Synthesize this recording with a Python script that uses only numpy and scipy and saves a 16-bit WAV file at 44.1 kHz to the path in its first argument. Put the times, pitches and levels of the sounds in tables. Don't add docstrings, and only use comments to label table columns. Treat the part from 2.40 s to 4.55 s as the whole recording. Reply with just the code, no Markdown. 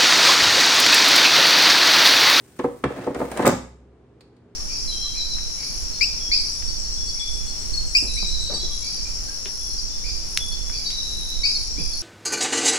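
import sys
import numpy as np
from scipy import signal
from scipy.fft import rfft, irfft, next_fast_len
from scipy.io import wavfile
from scipy.ndimage import uniform_filter1d

SR = 44100
rng = np.random.default_rng(int(sys.argv[2]) if len(sys.argv) > 2 else 0)


def unload_audio(sound):
    columns = np.transpose(np.atleast_2d(sound))
    steps = np.round(np.clip(columns, -1, 1) * 32767)
    wavfile.write(sys.argv[1], SR, steps.astype(np.int16))


N = 94815

# (time [s], clatter [dB], ring [dB], contact low-pass [Hz],
# thud [dB], favoured pitch [Hz], ring length [ratio])
RAIL_HITS = [(.193, -28.5, -23.5, 1500, -44, 384, 0.96), (.2425, -23, -17.5, 1280, -32.5, 446, 1.08),
             (.277, -41, -30.5, 530, -46.5, 480, 0.25), (.4375, -25.5, -19.5, 2500, -22.5, 394, 0.61),
             (.451, -24, -26.5, 900, -21.5, 386, 0.45), (.502, -34, -29, 1010, -46.5, 480, 0.49),
             (.584, -41, -34.5, 1210, -31.5, 304, 1.1), (.667, -29, -34, 1200, -52.5, 690, 0.71),
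             (.673, -25.5, -21.5, 820, -39, 387, 0.82), (.703, -37.5, -26, 700, -38.5, 415.3, 0.48),
             (.748, -30.5, -41.5, 2344, -47.5, 1500, 0.31), (.756, -28, -30.5, 1000, -35.5, 332, 1.2),
             (.802, -27.5, -27.5, 1100, -55, 595, 0.23), (.814, -23, -25, 1200, -32, 690, 1.2),
             (.843, -35, -33, 800, -44, 500, 0.81), (.916, -34, -31, 2628, -47, 600, 0.35),
             (.974, -28.5, -37, 2400, -51.5, 720, 0.37), (.994, -20.5, -19.5, 1400, -25.5, 720, 1.8),
             (1.024, -27.5, -40.5, 2000, -36, 330, .7)]
STOP_HITS = [(1.0485, -21, -18, 1450, -38, 590, 0.23), (1.060, -18, -28.5, 3000, -35, 1000, 0.48),
             (1.067, -15, -12, 1817, -17.5, 537, 0.8), (1.080, -18, -20, 992, -25, 260.4, .9),
             (1.092, -20.5, -29, 1400, -22.5, 740, 0.4), (1.119, -27.5, -25.5, 1200, -20.5, 890, 0.8)]
# (pitch [Hz], level [dB], t60 [s])
PAN_MODES = [(261.1, 1.5, 0.14), (297.6, -4, 0.12), (348.7, -3, 0.077), (396.7, -6, 0.069),
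             (481.9, -2.5, .2), (542, -6.5, 0.14), (640, -10.5, .08), (720, -12.5, .09), (875, -4.5, .08),
             (1019, -4, .07), (1117, -9.5, 0.069), (1292, -10, .09), (1610, -14, .1), (2100, -12, 0.12)]
COOKER_MODES = [(253.4, 4.5, 0.18), (362, -5.5, .13), (521.4, -2, .2), (568, -1.5, 0.077),
                (622.4, -4, 0.13), (690, -4.5, 0.11), (790, -5, .18), (855, -9, 0.24), (910, -11, 0.16),
                (1107, -9, .2), (1219, -4.5, .19), (1343, -8.5, 0.16), (1434, -11.5, 0.17), (1500, -8, .15)]
def basket():
    return impacts(RAIL_HITS, PAN_MODES) + impacts(STOP_HITS, COOKER_MODES)


# (pitch [Hz], level [dB], t60 [s])
THUD_MODES = [(104.3, -9, 0.29), (124.9, 0.5, 0.31), (146.9, -0.5, 0.12), (184.8, 4.5, .16),
              (207.5, -9, 0.27), (264.6, -12, 0.3)]
# (frequency [Hz], gain [dB])
HOUSING_EQ = [(60, -34.5), (170, -6), (300, 3), (650, 0), (1000, -3.5), (1500, -7.5), (2100, -5.5),
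              (3000, -11), (7000, -13.5), (16000, -17.5)]
def impacts(hits, body):
    out = np.zeros((2, N))
    thud = modes(THUD_MODES, size=16000)
    thud /= np.abs(thud).max()
    for s, clatter_db, ring_db, cutoff_hz, thud_db, favoured_hz, length in hits:
        clatter = burst(HOUSING_EQ, rise_s=0.00026, t60=0.074, size=6000)
        ring = body_ring(body, favoured_hz, length)
        add(out, s, set_attack(soften(clatter, cutoff_hz), clatter_db))
        add(out, s, set_attack(soften(ring, cutoff_hz), ring_db))
        add(out, s, thud * undb(thud_db))
    return out


FAVOUR_DB, FAVOUR_OCTAVES = 7, 0.18
def body_ring(body, favoured_hz, length):
    hz, db, t60 = np.array(body).T
    boost_db = FAVOUR_DB * np.exp(-.5 * (np.log2(hz / favoured_hz) / FAVOUR_OCTAVES) ** 2)
    return modes(zip(hz, db + boost_db, t60 * length), size=14000)


# (time [s], level [dB], low-pass [Hz])
EDGE_HITS = [(0.0615, -61, 9100), (0.1901, -42, 6900), (0.1973, -36.5, 2720), (0.2389, -48, 7000),
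             (0.4399, -39, 8170), (0.4394, -23.5, 2100), (.613, -51, 5000), (0.6428, -47.5, 4920),
             (0.6683, -50.5, 6680), (0.746, -42.5, 7920), (0.9156, -37.5, 13100), (0.9734, -32.5, 10940),
             (1.0242, -41, 7000), (1.055, -28.5, 10000), (1.0606, -27.5, 16000), (1.066, -21.5, 15920),
             (1.068, -27, 14570), (1.094, -35, 8000)]
# (frequency [Hz], gain [dB])
SNAP_EQ = [(200, -14.5), (1500, 5), (3000, -1), (4500, -1.5), (6300, -0.5), (8100, 1.5), (9500, 3.5),
           (13000, 5.5), (16000, 3)]
def edge_clicks():
    out = np.zeros((2, N))
    for s, db, cutoff_hz in EDGE_HITS:
        snap = burst(SNAP_EQ, rise_s=.00015, t60=0.028, size=3000)
        add(out, s, set_attack(soften(snap, cutoff_hz), db))
    return out


# (frequency [Hz], gain [dB])
CATCH_EQ = [(1000, -26), (3500, -3.5), (5000, 1), (6300, 1), (7800, 6.5), (9300, -10), (12000, -1.5),
            (14000, 4), (16000, -2.5)]
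SPRING_EQ = [(1500, -18.5), (3500, -8), (5600, 9), (6500, 8.5), (7600, 5), (8900, -18), (15000, -17.5)]
def latch():
    out = np.zeros((2, N))
    catch = burst(CATCH_EQ, rise_s=0.00088, t60=0.0081, size=3000)
    spring = burst(SPRING_EQ, rise_s=0.003, t60=0.24, size=24000)
    add(out, 1.0767, set_attack(catch, db=-19))
    add(out, 1.080, set_attack(spring, db=-38.5))
    return out


# (time [s], level [dB])
RUB_RIDE = [(0, -71.5), (.17, -64.5), (.25, -38.5), (.42, -103), (.48, -41), (.55, -39.5), (.64, -33.5),
            (.72, -41), (.8, -35.5), (.9, -41.5), (.97, -33), (1.05, -26), (1.12, -55.5), (1.25, -75)]
HISS_RIDE = [(0, -54.5), (.2, -53), (.42, -55.5), (.55, -66), (.65, -67.5), (.73, -63.5), (.77, -48),
             (.9, -47.5), (.94, -47.5), (1.05, -54.5), (1.15, -72.5)]
# (frequency [Hz], gain [dB])
RUB_EQ = [(80, -10), (250, 5), (500, 6.5), (900, -2.5), (1900, -7), (3000, -16.5), (4500, -21.5),
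          (8500, -24), (15000, -22.5)]
GRAINS_PER_S, GRAIN_SCATTER_DB = 5000, 1.8
JUDDER_DB, JUDDER_PER_S = 2, 90
def scrape():
    catches = rng.random(N) < GRAINS_PER_S / SR
    strength = undb(GRAIN_SCATTER_DB * np.minimum(rng.exponential(size=N), 5))
    grains = unit(catches * strength)
    grit = np.sqrt(np.abs(uniform_filter1d(grains ** 2, size=40)))
    judder = np.interp(np.arange(N) / SR * JUDDER_PER_S, np.arange(1000), rng.standard_normal(1000))
    roughness = grit * undb(JUDDER_DB * judder)
    rub = unit(colour(noise(N) * roughness, RUB_EQ)) * fader(RUB_RIDE)
    hiss = unit(colour(noise(N) * roughness, SNAP_EQ)) * fader(HISS_RIDE)
    return rub + hiss


# (time [s], level [dB])
BOOM_HITS = [(0.2424, -50), (0.755, -38.5), (1.0655, -36)]
BOOM_HZ, BOOM_T60_S = 63.23, 1.7
ROCK_S, ROCK_DB, ROCK_HZ, ROCK_T60_S = .444, -28.5, 69, 0.25
def boom():
    out = np.zeros((2, N))
    add(out, ROCK_S, modes([(ROCK_HZ, ROCK_DB, ROCK_T60_S)], size=16000))
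    for s, db in BOOM_HITS:
        add(out, s, modes([(BOOM_HZ, db, BOOM_T60_S)], size=N))
    return soften(out, cutoff_hz=200)


# (time [s], level [dB])
HANDLE_HITS = [(1.8076, -52), (1.9657, -67)]
# (frequency [Hz], gain [dB])
HANDLE_EQ = [(300, -11), (1500, -2), (2100, 4.5), (3200, -6.5), (3900, -2), (4350, 5.5), (5500, -11),
             (8800, -8), (11000, -14), (16000, -18)]
def handle_ticks():
    out = np.zeros((2, N))
    for s, db in HANDLE_HITS:
        tick = burst(HANDLE_EQ, rise_s=.00015, t60=0.05, size=4000)
        add(out, s, set_attack(tick, db))
    return out


# (frequency [Hz], t60 [s])
REVERB_DECAY = [(100, 0.49), (400, 0.35), (1500, 0.42), (7000, 0.46), (15000, .22)]
# (frequency [Hz], gain [dB])
REVERB_EQ = [(100, -2.5), (300, -6.5), (700, -2), (1500, -2.5), (4000, 0.5), (8000, -1.5), (11000, -2.5),
             (15000, -2.5)]
REVERB_DB, PREDELAY_S, REVERB_RISE_S = -5, 0.0017, 0.0027
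def room(x, size=26000):
    t = np.arange(size) / SR
    hz = np.arange(size // 2 + 1) * SR / size
    wash = rfft(noise(size, wider_db=3.5))
    octaves_hz = 62.5 * 2. ** np.arange(9)
    tail = np.zeros((2, size))
    for centre in octaves_hz:
        band = at_hz(list(zip(octaves_hz, octaves_hz == centre)), hz)
        tail += irfft(wash * band) * fade(t, at_hz(REVERB_DECAY, centre))
    tail *= np.clip((t - PREDELAY_S) / REVERB_RISE_S, 0, 1)
    response = colour(unit(tail), REVERB_EQ) / np.sqrt(size)
    return signal.fftconvolve(x, response, axes=-1)[:, :N] * undb(REVERB_DB)


# (frequency [Hz], gain [dB])
RUMBLE_EQ = [(18, -36), (30, -23.5), (53, -6), (90, -6.5), (124, -8.5), (145, -6), (239, -8.5), (404, -5.5),
             (540, -13), (584, -18.5), (721, -18), (9220, -50), (16000, -63.5)]
# (pitch [Hz], level [dB])
HUM_TONES = [(120, -62), (241, -65.5), (405, -66)]
RUMBLE_DB = -54.5
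def room_tone():
    t = np.arange(N) / SR
    hum = sum(undb(db) * np.sqrt(2) * np.sin(2 * np.pi * (hz * t + rng.random()))
              for hz, db in HUM_TONES)
    return unit(colour(noise(N), RUMBLE_EQ)) * undb(RUMBLE_DB) + hum


# (frequency [Hz], side minus mid [dB])
SPREAD = [(100, -17.5), (300, -14.5), (700, -8), (1400, -7), (3000, -1.5), (6000, 0), (9000, -6),
          (14000, -8.5)]
def noise(size, wider_db=0):
    mid, side = rfft(rng.standard_normal((2, size)))
    width = undb(at_hz(SPREAD, np.arange(len(mid)) * SR / size) + wider_db)
    left_right = mid + width * side * np.array([[1], [-1]])
    return irfft(left_right / np.sqrt(1 + width ** 2), size)


def burst(eq, rise_s, t60, size):
    t = np.arange(size) / SR
    attack = 1 - np.exp(-t / rise_s)
    return colour(noise(size) * attack * fade(t, t60), eq)


def modes(table, size):
    t = np.arange(size) / SR
    return sum((-1) ** k * undb(db) * np.sin(2 * np.pi * hz * t) * fade(t, t60)
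               for k, (hz, db, t60) in enumerate(table))


def colour(x, eq):
    n = next_fast_len(x.shape[-1] + 4096, True) // 2 * 2
    gain = undb(at_hz(eq, np.arange(n // 2 + 1) * SR / n))
    cepstrum = irfft(np.log(gain))
    cepstrum[1:n // 2] *= 2
    cepstrum[n // 2 + 1:] = 0
    return irfft(rfft(x, n) * np.exp(rfft(cepstrum)))[..., :x.shape[-1]]


def soften(x, cutoff_hz):
    return signal.sosfilt(signal.butter(3, cutoff_hz, fs=SR, output="sos"), x)


def set_attack(x, db):
    return x * undb(db) / np.sqrt(np.mean(x[..., :SR // 100] ** 2))


def fade(t, t60):
    return np.exp(-np.log(1000) * t / t60)


def fader(ride):
    return undb(np.interp(np.arange(N) / SR, *np.array(ride).T, right=-200))


def at_hz(points, hz):
    freqs, values = np.array(points, float).T
    return np.interp(np.log(np.maximum(hz, 1)), np.log(freqs), values)


def undb(db):
    return 10 ** (np.asarray(db) / 20)


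def unit(x):
    return x / np.sqrt(np.mean(x ** 2))


def add(out, s, x):
    i = int(s * SR)
    out[:, i:i + x.shape[-1]] += x[..., :N - i]


# (frequency [Hz], left minus right [dB])
PANNING = [(100, 0), (350, -0.74), (700, -0.1), (2800, -0.5), (5500, 3.5), (9000, 2), (14000, -0.2)]
LAG_S, LAG_TOP_HZ = 4.5e-5, 2500
def scene():
    close = basket() + edge_clicks() + latch() + handle_ticks() + scrape()
    left, right = close + room(close) + boom() + room_tone()
    hz = np.arange(N // 2 + 1) * SR / N
    lag_s = LAG_S / (1 + (hz / LAG_TOP_HZ) ** 2)
    right = irfft(rfft(right) * np.exp(-2j * np.pi * hz * lag_s), N)
    return np.array([colour(left, [(f, db / 2) for f, db in PANNING]),
                     colour(right, [(f, -db / 2) for f, db in PANNING])])


# (frequency [Hz], gain [dB])
OUTPUT_EQ = [(20, -15), (45, -3), (60, 1), (9600, -0.5), (10300, -10), (11000, -29.5), (11700, -21),
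             (12500, -14.5), (14000, -6.5), (16000, -10.5)]
CEILING, TOP_HZ = .92, 16000
def record(dry):
    rounded = dry / (1 + (dry / CEILING) ** 6) ** (1 / 6)
    high_cut = signal.ellip(10, .2, 80, TOP_HZ, fs=SR, output="sos")
    return signal.sosfilt(high_cut, colour(rounded, OUTPUT_EQ))


dry = scene()
out = record(dry)
unload_audio(out)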